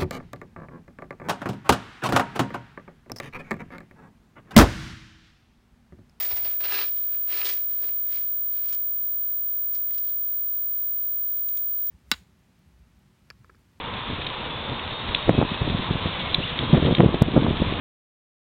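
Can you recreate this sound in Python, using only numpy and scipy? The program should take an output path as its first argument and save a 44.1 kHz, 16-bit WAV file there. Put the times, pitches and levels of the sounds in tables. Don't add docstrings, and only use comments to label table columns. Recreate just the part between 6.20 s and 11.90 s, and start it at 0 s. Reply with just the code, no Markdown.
import sys
import numpy as np
from scipy import signal
from scipy.fft import rfft, irfft, next_fast_len
from scipy.io import wavfile

SR = 44100
rng = np.random.default_rng(int(sys.argv[2]) if len(sys.argv) > 2 else 0)


def output_pcm(signal):
    pcm = np.clip(np.atleast_2d(signal).T, -1, 1) * 32767
    wavfile.write(sys.argv[1], SR, np.round(pcm).astype(np.int16))


N = 251370

# f/Hz, level/dB
HISS_COLOUR = [(25, -13), (45, -21), (75, -6.5), (150, -0.5), (280, -2.5), (380, -2.5), (500, -5),
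               (950, -9), (1800, -11.5), (3300, -14), (4400, -12.5), (5200, -14.5), (6300, -20),
               (12400, -24), (16000, -57)]
RUMBLE_COLOUR = [(20, -12), (45, 3), (75, 4), (120, 1), (250, -39.5)]
SCRAPE_COLOUR = [(1000, -2), (2100, 2), (4200, 4), (6500, 1), (8500, 1.5), (11500, 1.5), (13200, -2),
                 (14500, -39)]
CLATTER_COLOUR = [(150, -42.5), (280, -5.5), (390, 2), (550, -2), (1000, 1), (1800, 2), (2700, 0.5),
                  (4200, -1.5), (5300, 0), (6500, -10), (12000, -29)]
TICKING_COLOUR = [(600, -45), (2000, 10), (4000, 2), (5500, 5), (8000, 3.5), (11000, -1.5), (13500, -3),
                  (15000, -81)]
BUMP_COLOUR = [(200, -13.5), (330, -5.5), (430, 3), (520, -6.5), (800, -6), (2500, -43)]
HARD_TICK_COLOUR = [(1500, -21), (4000, 8), (7000, -1.0), (11000, 0.0), (13500, -17), (15000, -42)]
# distance from the tone f/Hz, level/dB
WHINE_NOISE_BAND = [(4, 0), (40, -14), (100, -24), (250, -48), (600, -110)]
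# f/Hz, fade/s
ROOM_FADE = [(200, 0.52), (2000, 0.088), (10000, 0.078)]
# t/s, level/dB, half length/s
HAND_MOVES = [(0.138, -48.5, 0.036), (0.246, -54.5, 0.056), (0.51, -63.5, 0.16), (1.22, -68, .15),
              (1.87, -67, .06), (2.46, -67, .06)]
# t/s, level/dB, rise/s, decay/s, centre f/Hz
FINGER_RUBS = [(2.457, -51, .002, 0.0036, 4800), (2.490, -44.5, 0.0044, .008, 4630),
               (2.51, -54, 0.055, 0.027, 5240), (2.526, -38, 0.0012, 0.01, 5900),
               (2.547, -41, 0.00076, 0.0024, 7000), (2.551, -41, 0.00052, 0.0019, 7000),
               (3.535, -55.5, .008, .006, 6900), (3.547, -45, .0015, 0.018, 5400),
               (3.709, -50, .003, 0.007, 2120), (3.747, -48.5, 0.013, .01, 4100),
               (3.780, -41.5, 0.00041, 0.0061, 4730), (3.803, -46, .0003, .0015, 6500),
               (3.845, -49, .001, 0.0049, 4200), (3.872, -55.5, 0.0094, 0.039, 4300),
               (3.898, -45.5, .001, 0.0035, 4400), (3.923, -52, .0005, 0.0018, 7000),
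               (5.668, -49, 0.0008, 0.0048, 5350)]
# f/Hz, level/dB, time to fade by 60 dB/s
SHELL_NOTES = [(2540, -9, .012), (3800, -7, 0.018), (4200, -5, 0.01), (6150, -3, 0.0064), (6750, 3, 0.0071),
               (8700, -6, 0.0045), (10100, -5, .004)]
# t/s, level/dB, contact time/s
LIP_SNAPS = [(5.170, -38, 0.00082), (5.194, -41, .0022), (5.289, -31, 0.00081), (5.373, -24, .0005),
             (5.391, -42, .001)]
# delay/s, added level/dB
CLICK_PAIR = [(0, -0.5), (.0034, -11.5)]
# t/s, level/dB, decay/s
TABLE_BUMPS = [(1.612, -46.5, .022), (1.641, -46, .014), (1.690, -47, .011)]
# f/Hz, width/Hz, level/dB
SPOUT_NOTES = [(412, 140, -4.5), (643, 73, 8.5), (840, 120, 3), (2080, 260, -4), (3700, 300, 4),
               (4420, 170, 4), (4930, 280, 2), (5900, 260, -11)]
SIDE_NOTES = [(370, 120, -4.5), (890, 240, -7.5), (1260, 61, 1), (1570, 60, -3.5), (1670, 110, 2.5),
              (2100, 150, 1.5), (2440, 150, 6), (2750, 200, 5.5), (3130, 130, 2.5), (4000, 260, 3.5),
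              (4200, 170, 3), (4900, 350, -2.5)]
BASE_NOTES = [(403, 210, 5), (1100, 57, 3), (1290, 73, -10), (1700, 99, 3), (2010, 120, -1.5),
              (2400, 130, 6), (3060, 130, 6.5), (3440, 370, 7.5), (3870, 220, 8), (4190, 98, 14),
              (4900, 1200, 7), (5230, 150, 3), (6580, 370, 10.5)]
# t/s, level/dB, tick level next to the wall's knock/dB
HARD_STRIKES = [(0.066, -29, -4), (0.174, -29, 0), (0.312, -32.5, -13), (0.363, -37.5, 0),
                (0.440, -24, -13), (0.455, -26, -13), (0.488, -26, -13), (0.523, -19, -16),
                (0.543, -18.5, -11), (0.569, -23.5, -17), (0.59, -19, -12), (0.615, -24, -22),
                (0.683, -36, -17), (0.765, -40, 3), (0.78, -42, -7), (0.949, -38.5, -10), (1.173, -27, 4),
                (1.216, -20, -8), (1.333, -29, 8), (1.513, -44, 1), (1.642, -37, -15), (1.684, -38, 10),
                (1.691, -33.5, -8), (1.912, -33, 8), (1.953, -37, -0.5), (1.972, -39, -8)]
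# t/s, place (0 spout, 1 side wall, 2 base)
HEAP_PLACE = [(0, 0.16), (.41, 0.45), (.54, 1.05), (.64, 1.4), (.74, 2.2), (1.09, 0.54), (1.17, 1.6),
              (1.23, 1), (1.265, 2.14), (1.45, 1.6)]
# t/s, clatter level/dB, ticking level/dB, length/s
HEAP_JOLTS = [(0.0, -39.5, -62.5, 0.017), (0.024, -44.5, -43, 0.011), (0.046, -42, -60, .02),
              (0.104, -41.5, -68, 0.027), (0.16, -43.5, -48, 0.024), (0.247, -41, -67, 0.03),
              (0.399, -41, -63, 0.016), (0.44, -36.5, -64, 0.025), (1.253, -36, -44, 0.022),
              (1.287, -40, -41.5, 0.019), (1.924, -50, -68, 0.0078)]
# t/s, swell/s, hold/s, settle/s, clatter level/dB, ticking level/dB
HEAP_SLIDES = [(-0.01, 0.0089, 0.059, 0.072, -44, -44), (0.064, 0.028, 0.23, 0.079, -46.5, -55),
               (0.402, 0.14, 0.076, 0.066, -33, -46.5), (0.70, 0.018, 0.082, .45, -57.5, -68),
               (0.894, 0.026, 0.013, 0.27, -57, -66), (1.068, .045, 0.12, 0.15, -39.5, -49.5),
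               (1.239, 0.0091, 0.061, 0.084, -41, -42), (1.466, 0.046, .01, 0.25, -56.5, -63.5),
               (1.599, 0.03, .01, 0.16, -50, -55.5), (1.857, 0.096, 0.012, 0.13, -49.5, -51.5),
               (2.303, 0.042, 0.21, 0.039, -57, -64)]

WHINE_HZ, TOP_HZ = 15056, 17000
SWELL_DB, SETTLE_DB = 12.5, 16
BREAKAWAY_S = .006
CREEP_PER_S, RUSH_PER_S = 650, 5000
CHATTER_S = 0.0051


def amp(db):
    return 10 ** (np.asarray(db) / 20)


def unit(x):
    return x / np.sqrt(np.mean(x ** 2) + 1e-20)


def along(points, hz):
    freqs, values = np.transpose(points)
    return np.interp(np.log(hz + 1), np.log(freqs + 1), values)


def filtered(x, gain):
    size = 2 * next_fast_len(len(x) // 2 + 4096)
    gains = np.maximum(gain(np.fft.rfftfreq(size, 1 / SR)), 1e-6)
    response = irfft(np.log(gains), size)
    response[1:size // 2] *= 2
    response[size // 2 + 1:] = 0
    return irfft(rfft(x, size) * np.exp(rfft(response)), size)[:len(x)]


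def shaped(x, colour):
    return unit(filtered(x, lambda hz: amp(along(colour, hz))))


def add(track, s, sound):
    start = max(round(s * SR), 0)
    part = sound[:max(len(track) - start, 0)]
    track[start:start + len(part)] += part


def impacts(rate, spread_db):
    chance = np.clip(rate / SR, 1e-4, 1) * np.ones(N)
    size = amp(spread_db * np.clip(rng.standard_normal(N), -2, 2)) * rng.choice([-1, 1], N)
    return unit((rng.random(N) < chance) * size / np.sqrt(chance))


def hiss():
    return amp(-58.0) * shaped(rng.standard_normal(N), HISS_COLOUR)


def whine():
    level_noise, phase_noise = [shaped(rng.standard_normal(N), WHINE_NOISE_BAND) for _ in range(2)]
    tone = np.sin(2 * np.pi * WHINE_HZ * np.arange(N) / SR + .04 * phase_noise)
    return amp(-26.0) * unit((1 + .015 * level_noise) * tone)


def hand_rumble():
    now = np.arange(N) / SR
    moves = sum(amp(db) * np.exp(-((now - s) / half) ** 2) for s, db, half in HAND_MOVES)
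    return (amp(-82) + moves) * shaped(rng.standard_normal(N), RUMBLE_COLOUR)


def room_echo(x):
    hz, t, noise = signal.stft(rng.standard_normal(SR // 3), SR, nperseg=256)
    fade = amp(-60 * t / along(ROOM_FADE, hz)[:, None])
    tail = signal.istft(noise * fade, SR, nperseg=256)[1]
    return signal.fftconvolve(x, tail / np.linalg.norm(tail))[:N]


def finger_rubs():
    out, t = np.zeros(N), np.arange(-SR // 20, SR // 10) / SR
    for s, db, rise, decay, centre_hz in FINGER_RUBS:
        slips = impacts(7000, spread_db=3.5)[:len(t)]
        ring = lambda f: 1 + amp(1.5) / (1 + (4 * (f - centre_hz) / centre_hz) ** 2)
        damping = lambda f: np.sqrt(1 + (f / (5.2 * centre_hz)) ** 2)
        scrape = unit(filtered(slips, lambda f: amp(along(SCRAPE_COLOUR, f)) * ring(f) / damping(f)))
        loudness = amp(db) * np.exp(-np.abs(t) / np.where(t < 0, rise, decay))
        add(out, s + t[0], loudness * scrape)
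    return out


def magazine_clicks():
    out, t = np.zeros(N), np.arange(SR // 20) / SR
    for s, db, contact in LIP_SNAPS:
        for delay, added_db in CLICK_PAIR:
            ring = np.zeros(len(t))
            for hz, level, fade in SHELL_NOTES:
                loudness = amp(level + rng.normal(0, 1.7) - 60 * t / fade)
                ring += loudness * np.sin(2 * np.pi * hz * rng.normal(1, 0.016) * t)
            crack = shaped(rng.standard_normal(len(t)) * amp(-60 * t / .005), SCRAPE_COLOUR)
            tone = lambda f: 1 / (1 + (f * contact / 9) ** 3) / (1 + (1800 / (f + 1)) ** 4)
            snap = filtered(unit(ring) + amp(-3.5) * crack, tone)
            add(out, s + delay, amp(db + added_db) * snap / np.abs(snap).max())
    return out


def bottle_bumps():
    out, t = np.zeros(N), np.arange(SR // 8) / SR
    for s, db, decay in TABLE_BUMPS:
        push = rng.standard_normal(len(t)) * np.exp(-t / decay)
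        note = shaped(push, BUMP_COLOUR)
        add(out, s, amp(db) * note / np.abs(note).max())
    return out


def bottle_wall(hits, notes, knock_db):
    def gain(f):
        ringing = sum(amp(db) ** 2 / (1 + (2 * (f - hz) / width) ** 2) for hz, width, db in notes)
        return amp(along(CLATTER_COLOUR, f)) * np.sqrt(amp(knock_db) ** 2 + ringing)
    return unit(filtered(hits, gain))


def pellet_strikes():
    out, t = np.zeros(N), np.arange(SR // 20) / SR
    for s, db, tick_db in HARD_STRIKES:
        contact = rng.standard_normal(len(t)) * amp(-60 * t / CHATTER_S)
        tick = shaped(contact, HARD_TICK_COLOUR)
        hit = bottle_wall(contact, SIDE_NOTES, knock_db=-13) + amp(tick_db) * tick
        add(out, s, amp(db) * hit / np.abs(hit).max())
    return out


def heap_slide(t, swell, hold, settle):
    growth_db = SWELL_DB * np.minimum(t / swell - 1, 0)
    drop_db = SETTLE_DB * np.maximum(t - swell - hold, 0) / settle
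    return np.clip(t / BREAKAWAY_S, 0, 1) * amp(growth_db - drop_db)


def pellet_rattle():
    now, t = np.arange(N) / SR, np.arange(SR // 8) / SR
    clatter, ticking = np.zeros(N), np.zeros(N)
    for s, swell, hold, settle, clatter_db, ticking_db in HEAP_SLIDES:
        moving = heap_slide(now - s, swell, hold, settle)
        clatter = np.hypot(clatter, amp(clatter_db) * moving)
        ticking = np.hypot(ticking, amp(ticking_db) * moving)
    for s, clatter_db, ticking_db, length in HEAP_JOLTS:
        landing = (1 - np.exp(-t / 0.0014)) * np.exp(-(t / length) ** 4)
        add(clatter, s, amp(clatter_db) * landing)
        add(ticking, s, amp(ticking_db) * landing)
    rate = CREEP_PER_S + RUSH_PER_S * np.sqrt(clatter / clatter.max())
    hits = impacts(rate, spread_db=3)
    parts = [bottle_wall(impacts(rate * 0.43, spread_db=2.5), SPOUT_NOTES, knock_db=-2),
             bottle_wall(hits, SIDE_NOTES, knock_db=-3.5),
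             bottle_wall(hits, BASE_NOTES, knock_db=-7)]
    place = np.clip(np.interp(now, *np.transpose(HEAP_PLACE)), 0, 2)
    on_wall = sum(np.clip(1 - np.abs(place - k), 0, 1) * part for k, part in enumerate(parts))
    on_pellets = shaped(impacts(rate * .7, spread_db=3.5), TICKING_COLOUR)
    return clatter * on_wall + ticking * on_pellets


def scene():
    bottle = pellet_rattle() + pellet_strikes() + bottle_bumps()
    loading = finger_rubs() + magazine_clicks()
    echo = amp(-18.5) * room_echo(bottle + amp(-6) * loading)
    background = hiss() + hand_rumble() + whine()
    return (bottle + loading + echo + background)[None]


def record(dry):
    low_pass = signal.firwin(255, TOP_HZ, fs=SR, window="blackman")
    return signal.fftconvolve(dry, low_pass[None], mode="same", axes=1)


dry = scene()
out = record(dry)
output_pcm(out)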